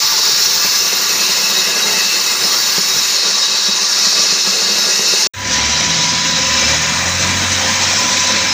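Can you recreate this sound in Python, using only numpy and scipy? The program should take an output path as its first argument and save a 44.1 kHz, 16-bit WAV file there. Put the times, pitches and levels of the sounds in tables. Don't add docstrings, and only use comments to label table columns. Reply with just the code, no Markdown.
import sys
import numpy as np
from scipy import signal
from scipy.io import wavfile
from scipy.ndimage import uniform_filter1d

SR = 44100
rng = np.random.default_rng(int(sys.argv[2]) if len(sys.argv) > 2 else 0)


def materialize(psi):
    bounded = np.clip(np.atleast_2d(psi).T, -1, 1)
    quanta = np.round(bounded * 32767).astype(np.int16)
    wavfile.write(sys.argv[1], SR, quanta)


def boost_factor(decibels):
    exponent = np.asarray(decibels, float) / 20
    return 10 ** exponent


N = 376160

CUT_S, RESUME_S = 5.2715, 5.3355
TIME_S = np.arange(N) / SR
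NEAR, FAR = TIME_S < CUT_S, TIME_S >= RESUME_S


def rms_one(x):
    return x / np.sqrt(np.mean(x ** 2) + 1e-20)


def in_time(rows):
    s, *columns = np.transpose(rows)
    return [np.interp(TIME_S, s, column) for column in columns]


def drift(rate):
    step = 40
    r = np.exp(-2 * np.pi * step * rate / SR)
    noise = rng.standard_normal(N // step + 2002)
    slow = signal.lfilter([1], [1, -2 * r, r * r], noise)[2000:]
    return np.interp(np.arange(N) / step, np.arange(len(slow)), rms_one(slow))


def resonate(x, hz, width):
    r = np.exp(-np.pi * width / SR)
    feedback = [1, -2 * r * np.cos(2 * np.pi * hz / SR), r * r]
    return signal.lfilter([(1 - r * r) / 2, 0, (r * r - 1) / 2], feedback, x)


def tone(hz, db, wander_hz, flutter_db):
    phase = 2 * np.pi * np.cumsum(hz + wander_hz * drift(27)) / SR
    return np.sqrt(2) * boost_factor(db + flutter_db * drift(17)) * np.sin(phase)


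# start_s, firing_hz, effort_db
LOADER_REVS = [(5.4, 32.4, -34), (5.65, 36.2, -34), (5.9, 41.06, -32), (6.3, 41.7, -33), (6.5, 39.0, -34),
               (6.6, 34.7, -40), (6.7, 38.27, -26), (6.85, 40.4, -30), (7.0, 43.9, -26), (7.3, 46.1, -23.5),
               (7.6, 46.3, -29), (8.0, 46.3, -34), (8.45, 45.5, -36)]
# pitch_hz, level_db
EXHAUST_PIPE = [(45, -23), (63, -12), (73, 6.5), (83, -10), (95, 2.5), (136, -11), (164, 2), (186, -12)]


def loader():
    firing_hz, effort_db = in_time(LOADER_REVS)
    pipe_hz, pipe_db = np.transpose(EXHAUST_PIPE)
    engine = 0
    for multiple in (1, 2, 3, 4):
        hz = multiple * firing_hz
        passed_db = np.interp(np.log(hz), np.log(pipe_hz), pipe_db)
        engine = engine + tone(hz, effort_db + passed_db, wander_hz=0.7, flutter_db=1.8)
    return engine


# start_s, commutator_hz, level_db
NEAR_WHINE = [(.0, 12870, -45), (.29, 12930, -46), (.33, 13390, -54), (.66, 13316, -35), (.8, 13149, -33.5),
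              (1.1, 13047, -31), (1.6, 12915, -36), (2.05, 12862, -39), (2.4, 12980, -41),
              (2.75, 13121, -35), (3.08, 13080, -35), (3.3, 13070, -49), (3.8, 13066, -48),
              (3.95, 13064, -38.5), (4.3, 13035, -43), (4.6, 12961, -38.5), (5.2, 12930, -37.5)]
# start_s, gear_mesh_hz, mesh_db, commutator_db
FAR_WHINE = [
    (5.5, 994, -30.5, -70),
    (5.92, 982, -29, -64),
    (6.08, 987, -25.5, -70),
    (6.35, 1000, -30, -72),
    (6.55, 1012, -29, -55),
    (6.95, 1023, -35.5, -58),
    (7.4, 1022, -32.5, -51),
    (7.8, 1018, -35.5, -55),
    (8.02, 1009, -24, -57),
    (8.3, 1005, -31, -64),
]
BARS_PER_TOOTH = 10.97


def motor():
    bar_hz, bar_db = in_time(NEAR_WHINE)
    mesh_hz, mesh_db, far_bar_db = in_time(FAR_WHINE)
    close = tone(bar_hz, bar_db, wander_hz=8.0, flutter_db=2.5)
    far = tone(mesh_hz, mesh_db, wander_hz=4.5, flutter_db=2.2)
    far += tone(BARS_PER_TOOTH * mesh_hz, far_bar_db + 1, wander_hz=30.0, flutter_db=2.2)
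    return np.where(NEAR, close, far)


def speed(rows):
    hz = in_time(rows)[0]
    return 100 * (hz / np.mean(np.array(rows)[:, 1]) - 1)


# start_s, peak_db
KNOCK_TIMES = [(0.642, -19), (0.923, -19), (1.289, -24), (1.719, -38), (2.053, -31), (2.187, -30),
               (2.438, -19), (2.571, -40), (2.646, -29), (2.776, -13.5), (2.969, -45), (3.368, -32),
               (3.537, -24), (3.679, -16), (3.817, -30), (3.929, -32), (4.063, -19), (4.189, -18.5),
               (4.319, -19), (4.469, -15), (4.619, -21), (4.86, -20), (4.988, -20), (5.131, -15.5),
               (5.258, -17.5)]
# pitch_hz, width_hz, level_db
STAND_MODES = [
    (191, 44, 0.4),
    (390, 66, 0.1),
    (574, 90, -1.5),
    (865, 170, -2),
    (1130, 80, -9.0),
]


def stand_ring(x):
    ringing = 0
    for hz, width, db in STAND_MODES:
        twice = resonate(resonate(x, hz, width), hz, 2 * width)
        ringing = ringing + boost_factor(db) * twice / np.sqrt(width)
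    return ringing


def knocks(rise_s=0.0021, fall_s=0.012, level_db=-3.5):
    t = np.arange(SR // 4) / SR
    shove = (1 - np.exp(-t / rise_s)) * np.exp(-t / fall_s)
    marks = np.zeros(N)
    marks[[round(s * SR) for s, db in KNOCK_TIMES]] = boost_factor(np.array(KNOCK_TIMES)[:, 1] + level_db)
    rough = rng.standard_normal(N)
    scrape = 0.53 * rough * signal.fftconvolve(marks, shove / shove.max())[:N]
    contact = 14 * np.roll(marks, round(rise_s * SR))
    return stand_ring(scrape + contact) / np.std(stand_ring(rough))


def bites(db_per_db=0.14, lasts_s=0.019):
    t = np.arange(0, N, 40) / SR
    s, db = np.transpose(KNOCK_TIMES)
    strength = np.clip(db + 23.5, 0, None)
    surge = strength @ np.exp(-((t - s[:, None]) / lasts_s) ** 2)
    return db_per_db * np.interp(TIME_S, t, surge)


CONTROL_PITCHES = [80, 400, 1800, 5000, 9000, 14000]
GROUP_PITCHES = [400, 1100, 2500, 3900, 5300, 9000]
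TURNS_PER_S = 7.6
BUMP_S, BUMP_LASTS_S, BUMP_DB = 2.975, 0.035, 18


def grinding(part, cut, answers, colour, hiss, modes, rings, scrape_db, hiss_db, patchy_db, wobble_db):
    feed_waver_db = 0.71
    grit_db = (in_time(cut)[0] + bites() + feed_waver_db * drift(1.67))[part]
    bite = grit_db - uniform_filter1d(grit_db, size=SR // 4)
    site, stand, body, grit_shift, fan, brush, *reach = answers[:, part] + 1.38 * bite
    site = site + 2.5 * drift(4.0)[part]
    site = site + BUMP_DB * np.exp(-((TIME_S[part] - BUMP_S) / BUMP_LASTS_S) ** 2)
    stand = stand + 1.7 * drift(9)[part]
    grit_level = grit_db - np.mean(grit_db) + grit_shift - 1.44 * bite
    levels = np.array([site, stand, body, grit_level, fan, brush])
    groups = np.array([stand, *reach, fan])
    turn = 2 * np.pi * np.cumsum(TURNS_PER_S + 0.72 * drift(0.96))[part] / SR
    pressure = boost_factor(0.45 * drift(54)[part])
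    grit = rng.standard_normal((4, N))[:, part] * pressure

    def swell(hz, centres_hz=CONTROL_PITCHES, levels=levels):
        share = np.array([np.interp(np.log(hz), np.log(centres_hz), row) for row in np.eye(6)])
        once = np.cos(turn + rng.uniform(0, 0.5))
        twice = 1.37 * np.cos(2 * turn + rng.uniform(0, 4.7))
        patches = (0.6 * drift(1.66) + 0.84 * drift(22.7))[part]
        return share @ levels + wobble_db * (once + twice) + patchy_db * patches

    def banded(spectrum, edges):
        hz_points, db_points = np.transpose(spectrum)
        out = 0
        for k, (low, high) in enumerate(zip(edges, edges[1:])):
            hz = np.sqrt(low * high)
            band_filter = signal.butter(2, [low, high], "band", fs=SR, output="sos")
            band = signal.sosfilt(band_filter, grit[k % 2])
            db = np.interp(np.log(hz), np.log(hz_points), db_points)
            out = out + band * boost_factor(db + swell(hz))
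        return rms_one(out)

    scrape = banded(colour, np.r_[np.geomspace(30, 950, 18), np.geomspace(1000, 7600, 36)])
    scrape = signal.sosfilt(signal.butter(4, 8000, fs=SR, output="sos"), scrape)
    air = banded(hiss, np.geomspace(7600, 16500, 18))
    ground_echo = 0.22 * np.roll(air, round(0.0031 * SR))
    air = air + ground_echo
    air = air + 0.2 * (np.roll(air - ground_echo, round(0.0073 * SR)))
    barrel = 0
    for k, (hz, width, db) in enumerate(sorted(modes + rings)):
        ring = resonate(resonate(grit[2 + k % 2], hz, width), hz, 4 * width)
        listener_shift = 1.4 * drift(5.0)[part]
        barrel = barrel + rms_one(ring) * boost_factor(db + swell(hz, GROUP_PITCHES, groups) + listener_shift)
    out = np.zeros(N)
    out[part] = boost_factor(np.mean(grit_db)) * (boost_factor(scrape_db) * scrape + barrel) + boost_factor(hiss_db) * air
    return out


# start_s, grit_db, angle (-1 side-on to 1 end-on)
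FAR_FEED = [
    (5.56, -17.5, .2),
    (6.2, -18, 0.17),
    (6.6, -17.5, -0.67),
    (7.2, -20, 0.27),
    (7.6, -17, .2),
    (8.1, -15.5, 0.6),
    (8.53, -20, -0.7),
]
# pitch_hz, level_db per Hz
FAR_AIR = [(4470, -30), (7600, 8.5), (8230, 7), (10600, -13.5), (11000, -12), (11900, -22), (13600, -5),
           (14800, -8), (15400, 4.5)]
# pitch_hz, level_db per Hz
FAR_SCRAPE = [(40, -44), (81, -10.5), (227, -9), (419, -14), (694, -9), (1150, -8.5), (1990, -2.5),
              (2890, -5.5), (3900, -5), (4600, -5.5), (5200, -1.5), (6100, -1), (6900, -4.5), (7700, -15)]
# pitch_hz, width_hz, level_db relative to the grit
FAR_HOUSING = [(223.5, 52, -14.5), (529, 35, -17.5), (1995, 54, -22), (2370, 240, -22.5), (2367, 37, -16.5),
               (3926, 235, -8), (6040, 85, -52)]
# pitch_hz,
# width_hz, level_db relative to the grit
FAR_BARREL = [(985, 70, -15), (1220, 40, -25), (1630, 35, -20), (1785, 40, -19), (2654, 16, -21),
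              (4100, 40, -20), (4260, 50, -21), (5185, 9, -19), (5315, 9, -24), (5272, 9, -22),
              (6369, 9, -23), (6790, 14, -26), (6890, 10, -25), (8733, 14, -40), (11410, 14, -50)]
# speed_db per % of motor speed, gain_db while gain is down, angle_db end-on
FAR_LAYERS = [
    (-1.5, -12, 4),
    (0.39, -10, .1),
    (0.37, -8.5, 0.3),
    (-0.79, -21.5, -2.2),
    (1.1, -11, 2),
    (1.4, -3, .1),
    (1.5, -11, .9),
    (2.1, -15, -9),
    (0.29, -12, -0.5),
    (0.89, -16, -13),
]


def far_grinding():
    recover_s = 0.19
    gain_down = np.clip(1 - (TIME_S - RESUME_S) / recover_s, 0, 1)
    answers = np.array(FAR_LAYERS) @ [speed(FAR_WHINE), gain_down, in_time(FAR_FEED)[1]]
    return grinding(FAR, FAR_FEED, answers, FAR_SCRAPE, FAR_AIR, FAR_HOUSING, FAR_BARREL,
                    scrape_db=2.5, hiss_db=-35.0, patchy_db=2.0, wobble_db=0.45)


# start_s, grit_db, angle (-1 side-on to 1 end-on)
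NEAR_FEED = [(0.0, -14, -0.18), (.5, -16, -1.03), (.9, -15.5, -0.34), (1.25, -12, 0.37), (1.9, -14, 0.32),
             (2.5, -13.5, 0.31), (2.8, -14.5, -0.56), (3.45, -13, 0.85), (3.8, -15, 0.35), (4.1, -13, -0.2),
             (4.6, -15, 0.28), (5.26, -14, -0.081)]
# pitch_hz, level_db per Hz
NEAR_AIR = [(4470, -30), (7600, -9.5), (8260, -11.5), (9380, -10), (11600, -17), (12900, -9.5),
            (13800, -18), (14900, 1.5), (15400, -3)]
# pitch_hz, level_db per Hz
NEAR_SCRAPE = [(40, -40), (150, -21.5), (320, -22.5), (660, -21), (1260, -14.5), (2400, -15), (3400, -16.5),
               (3750, -10.5), (4700, -4), (4950, -9.5), (5400, -3.5), (6300, -7.5), (7300, -10),
               (7700, -32)]
# pitch_hz, width_hz, level_db relative to the grit
NEAR_HOUSING = [(200.5, 25, -27.5), (377.6, 21, -28), (424, 185, -21), (883, 28, -25), (1006, 37, -23.5),
                (1423, 18, -24), (1930, 100, -21), (2100, 20, -26.5), (2766, 125, -18.5), (4065, 21, -22.5),
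                (4260, 300, -12), (4440, 130, -34), (5520, 73, -14), (8940, 580, -24.5)]
# pitch_hz, width_hz, level_db relative to the grit
NEAR_BARREL = [(1163, 35, -21), (1663, 20, -22), (2579, 14, -20), (2644, 16, -22), (3270, 30, -30),
               (3764, 16, -18), (3850, 12, -16), (3915, 16, -24), (5167, 14, -15), (5269, 14, -17),
               (5936, 22, -19), (6220, 25, -22), (6777, 16, -23), (6891, 16, -19), (7181, 16, -26),
               (9157, 30, -38), (10610, 25, -44), (10714, 25, -42), (11418, 25, -43)]
# speed_db per % of motor speed, turned_db once turned away, angle_db end-on
NEAR_LAYERS = [
    (3, -18, 3),
    (-1.8, -0.4, -1),
    (-0.2, -1, -1.2),
    (0.6, 1, -2.8),
    (-0.8, -1, -1.5),
    (1, -9.5, -0.5),
    (0.9, -2.3, 1.7),
    (-4, -2.2, -1.5),
    (1.2, 1, 6),
    (-0.6, 2.8, -5.5),
]


def near_grinding():
    turn_s, turn_lasts_s = 3.05, 0.16
    turned = np.clip((TIME_S - turn_s) / turn_lasts_s, 0, 1)
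    steady_whine = NEAR_WHINE[2:]
    answers = np.array(NEAR_LAYERS) @ [speed(steady_whine), turned, in_time(NEAR_FEED)[1]]
    return grinding(NEAR, NEAR_FEED, answers, NEAR_SCRAPE, NEAR_AIR, NEAR_HOUSING, NEAR_BARREL,
                    scrape_db=-1.0, hiss_db=-28.5, patchy_db=1.77, wobble_db=0.5)


def scene():
    fade_in = np.clip((TIME_S - RESUME_S) / 0.044, 0, 1)
    mono = fade_in * loader()
    mono += (NEAR + fade_in) * motor()
    mono += NEAR * knocks()
    mono += far_grinding() + near_grinding()
    return np.array([mono, mono])


def roll_off(x):
    return signal.sosfilt(signal.butter(12, 16880, fs=SR, output="sos"), x)


def record(dry):
    soft = 1.05 * np.tanh(dry / 1.05)
    top_cut = signal.ellip(14, 0.3, 80, 15490, fs=SR, output="sos")
    finished = signal.sosfilt(top_cut, soft)
    return roll_off(finished)


dry = scene()
out = record(dry)
materialize(out)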